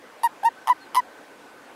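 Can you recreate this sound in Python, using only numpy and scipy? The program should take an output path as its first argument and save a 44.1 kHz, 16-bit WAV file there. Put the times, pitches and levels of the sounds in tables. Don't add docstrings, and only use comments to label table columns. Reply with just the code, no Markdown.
import sys
import numpy as np
from scipy import signal
from scipy.fft import rfft, irfft
from scipy.io import wavfile
from scipy.ndimage import uniform_filter1d

SR = 44100
rng = np.random.default_rng(int(sys.argv[2]) if len(sys.argv) > 2 else 0)


def unload_wav(signal):
    wavfile.write(
        sys.argv[1],
        SR,
        np.round(np.clip(np.atleast_2d(signal).T, -1, 1) * 32767).astype(np.int16),
    )


N = 77175

# start and length in seconds, level in
# dB, pitch in Hz, rise in seconds, scoop and climb as shares of the pitch, fade, buzz and sizzle in dB,
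# roughness from 0 to 1, the throat's peak in Hz, and the start of its treble roll-off in Hz.
CROAKS = [(0.2384, 0.04, -11.5, 942, 0.0063, 0.013, -.008, -9, -38, -29, 0.22, 3700, 13100),
          (.4380, 0.054, -10.5, 920.1, .024, 0.1727, 0.1, -4, -35, -33, 0.13, 2560, 10100),
          (0.6977, .0355, -8.5, 995.3, 0.0027, .02, -0.0069, -13, -41.5, -44, 0.24, 3350, 11900),
          (0.9703, 0.037, -11, 1006, 0.0041, 0.018, -0.01, -8.5, -35, -36, 0.2, 4380, 13000)]


def croak(start, length, db, hz, rise, scoop, climb, fade_db, buzz_db, sizzle_db, roughness):
    t = np.clip(np.arange(N) / SR - start, 0, length)
    progress = t / length
    release = soft_step((length - t) / 0.013)
    gate = soft_step(t / rise) ** 1.51 * release
    bright_gate = soft_step(t / rise * 1.17) ** 3 * release ** 1.1
    onset_dip = scoop * np.exp(-(2.8 * t / rise) ** 2)
    sag = 0.14 * np.exp((t - length) / 0.0043)
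    pitch = hz * (1 + climb * (progress - 0.5) - onset_dip - sag)
    tone = gate * amp(db + fade_db * progress ** 1.98)
    octave = gate * amp(-34 + 11 * progress ** 2)
    buzz = bright_gate * amp(buzz_db - 11.5 * progress ** 2)
    sizzle = bright_gate * amp(sizzle_db - 23 * progress ** 1.42)
    return pitch, roughness, tone, octave, buzz, sizzle


def throat(hz, peak_db=4.5, width_hz=380, roll_off_db_per_hz=0.002):
    starts, *_, peaks, corners = np.transpose(CROAKS)
    peak_hz, corner_hz = (np.interp(np.arange(N) / SR, starts, column) for column in (peaks, corners))
    resonance_db = peak_db * np.exp(-((hz - peak_hz) / width_hz) ** 2)
    return amp(resonance_db - roll_off_db_per_hz * np.maximum(hz - corner_hz, 0))


# start and length in
# seconds, level in dB, first pitch in Hz, rasp in dB.
CATCHES = [(0.2329, 0.00374, -15.5, 1018, -33.5), (.4300, 0.0038, -25, 859, -59),
           (0.4334, 0.0035, -20, 900, -47), (0.6722, 0.0022, -16.5, 1086, -34.5),
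           (0.6796, 0.0026, -12.5, 1054, -34.5), (0.6874, 0.0025, -11.5, 1040, -38),
           (0.6929, 0.004, -16.5, 1022, -38), (0.946, 0.002705, -18.5, 1104, -29),
           (0.9533, 0.0032, -15, 1109, -30), (0.9611, 0.0039, -15.5, 1071, -32),
           (0.9666, 0.00444, -12.5, 1078, -33.5)]
THROAT_REST_HZ = 803.5


def catch(start, length, db, hz, rasp_db, roughness=0.86, ring_s=0.00173):
    t = np.maximum(np.arange(N) / SR - start, 0)
    after = np.maximum(t - length, 0)
    ring_down = np.exp(-after / ring_s)
    drooping_hz = hz * (1 - 0.093 * np.minimum(t / length, 1))
    pitch = THROAT_REST_HZ + (drooping_hz - THROAT_REST_HZ) * ring_down
    pitch *= 1 + 0.018 * drift(rate_hz=116)
    tone = soft_step(t / length) ** 1.713 * ring_down * amp(db)
    rattle = soft_step(t / 0.0015) ** 2 * np.exp(-after / 0.002)
    octave, buzz, sizzle = rattle * amp(db - 16.5), rattle * amp(rasp_db), rattle * amp(rasp_db - 1)
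    return pitch, roughness, tone, octave, buzz, sizzle


def slap_harmonic(k, pitch, phase, roughness, smear_hz=5500, wander_db=3):
    smear = np.clip(roughness * k * pitch / smear_hz, 0, 1)
    flutter = (drift(rate_hz=25 * k) + 1j * drift(rate_hz=25 * k)) / np.sqrt(2)
    envelope = (np.sqrt(1 - smear ** 2) + smear * flutter) * amp(wander_db * drift(rate_hz=19))
    return (envelope * np.exp(1j * (k * phase + 0.9 * rng.standard_normal()))).real


# frequency in Hz, relative level in dB.
BUZZ_SPECTRUM = [(1700, -10), (2450, -6.5), (3000, 4.5), (3500, -2.5), (3950, -5.5), (4400, -6),
                 (5000, -3.5), (5600, -9.5), (6300, -6), (7200, -19.5), (8500, -19), (12000, -40)]
SIZZLE_SPECTRUM = [(1500, -37), (6500, -17), (8200, -14), (9200, -3), (10200, -0.5), (11300, -3.5),
                   (13000, -4.5), (14200, -17), (15000, -10), (15500, -38)]


def toad(air=0.5, jitter=0.00403):
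    parts = [croak(*row[:-2]) for row in CROAKS] + [catch(*row) for row in CATCHES]
    pitches, roughnesses, tones, *upper_gains = zip(*parts)
    tone, octave, buzz, sizzle = map(sum, (tones, *upper_gains))
    weight = tone + 1e-9
    pitch = (sum(hz * gain for hz, gain in zip(pitches, tones)) + 1e-9 * THROAT_REST_HZ) / weight
    roughness = np.clip(sum(rough * gain for rough, gain in zip(roughnesses, tones)) / weight, 0, 1)
    phase = 2 * np.pi * np.cumsum(pitch * (1 + jitter * drift(rate_hz=185))) / SR
    slaps = sum(slap_harmonic(k, pitch, phase, roughness) * throat(k * pitch) for k in range(3, 19))
    puffs = air * roughness * (1 + 2 * (0.5 + 0.5 * np.cos(phase)) ** 3)
    voice = tone * np.cos(phase) + octave * np.sin(2 * phase)
    for gain, spectrum in [(buzz, BUZZ_SPECTRUM), (sizzle, SIZZLE_SPECTRUM)]:
        breath = puffs * radiated(rng.standard_normal(N), spectrum)
        voice += gain * (radiated(slaps, spectrum) + breath) / np.sqrt(2)
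    return voice


def radiated(x, spectrum, thin_hz=350):
    hz = np.fft.rfftfreq(N, 1 / SR)
    bass_loss = np.minimum(hz / thin_hz, 1) ** 2
    return unit_rms(irfft(rfft(x) * amp(spectrum_db(spectrum, hz)) * bass_loss, N))


# frequency in Hz, relative noise density in dB.
WASH_SPECTRUM = [(15, -60), (25, -37), (70, -21.5), (170, -16.5), (284, -1), (414, -6), (500, -1.5),
                 (587, -5.5), (881, -3.5), (1390, -8.5), (1510, -7.5), (1730, -10), (3780, -20.5),
                 (4210, -21.5), (4950, -23.5), (11100, -30), (15800, -38)]
# time in seconds, gain in dB.
WASH_SWELL = [(0, -1), (.45, 0.8), (.7, -0.7), (.9, 0.9), (1.25, 0), (1.5, -1.4), (1.75, 0.3)]


def lake_wash(patchy_db=1.5):
    frames, hz = N // 256 + 5, np.fft.rfftfreq(1024, 1 / SR)
    real, imag, patches = rng.standard_normal((3, frames, len(hz)))
    patches = unit_rms(uniform_filter1d(uniform_filter1d(patches, size=10, axis=0), size=10, axis=1))
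    spectra = (real + 1j * imag) * amp(spectrum_db(WASH_SPECTRUM, hz) + patchy_db * patches)
    noise = amp(-47.5) * unit_rms(signal.istft(spectra.T, nperseg=1024, noverlap=768)[1][:N])
    body = signal.sosfiltfilt(signal.butter(2, 1800, fs=SR, output="sos"), noise)
    return noise - body + body * gain_curve(WASH_SWELL)


# time in seconds, level in dB.
TRILL_LEVEL = [(0, -69), (.4, -67), (.58, -53), (.72, -54), (.84, -56), (.95, -59), (1.13, -55), (1.3, -61),
               (1.52, -57), (1.75, -69)]


def far_trill(hz=1525, width_hz=43.7):
    phase = 2 * np.pi * np.cumsum(hz + width_hz / 2 * drift(rate_hz=23.73)) / SR
    flutter = 1 + 0.6 * drift(rate_hz=34)
    return gain_curve(TRILL_LEVEL) * unit_rms(flutter * np.cos(phase))


def bird(start_s=0.8, length_s=0.059, hz=4340, fall=0.05, db=-51.5):
    progress = np.clip((np.arange(N) / SR - start_s) / length_s, 0, 1)
    pitch = hz * (1 - fall * progress) * (1 + 0.004 * drift(rate_hz=150))
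    return amp(db) * np.sin(np.pi * progress) * np.sin(2 * np.pi * np.cumsum(pitch) / SR)


def amp(db):
    return 10 ** (np.asarray(db) / 20)


def unit_rms(x):
    return x / np.sqrt(np.mean(x ** 2) + 1e-20)


def spectrum_db(points, hz):
    point_hz, db = np.transpose(points)
    return np.interp(np.log(hz + 1), np.log(point_hz + 1), db)


def gain_curve(points):
    return amp(np.interp(np.arange(N) / SR, *np.transpose(points)))


def soft_step(u):
    return np.sin(np.pi / 2 * np.clip(u, 0, 1))


def drift(rate_hz):
    hz = np.fft.rfftfreq(N, 1 / SR)
    return unit_rms(irfft(rfft(rng.standard_normal(N)) * np.exp(-0.5 * (hz / rate_hz) ** 2), N))


def scene():
    return (toad() + lake_wash() + far_trill() + bird())[None]


def record(dry):
    low_pass = signal.firwin(511, 15800, window=("kaiser", 9), fs=SR)
    return signal.oaconvolve(dry, low_pass[None], "same")


dry = scene()
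out = record(dry)
unload_wav(out)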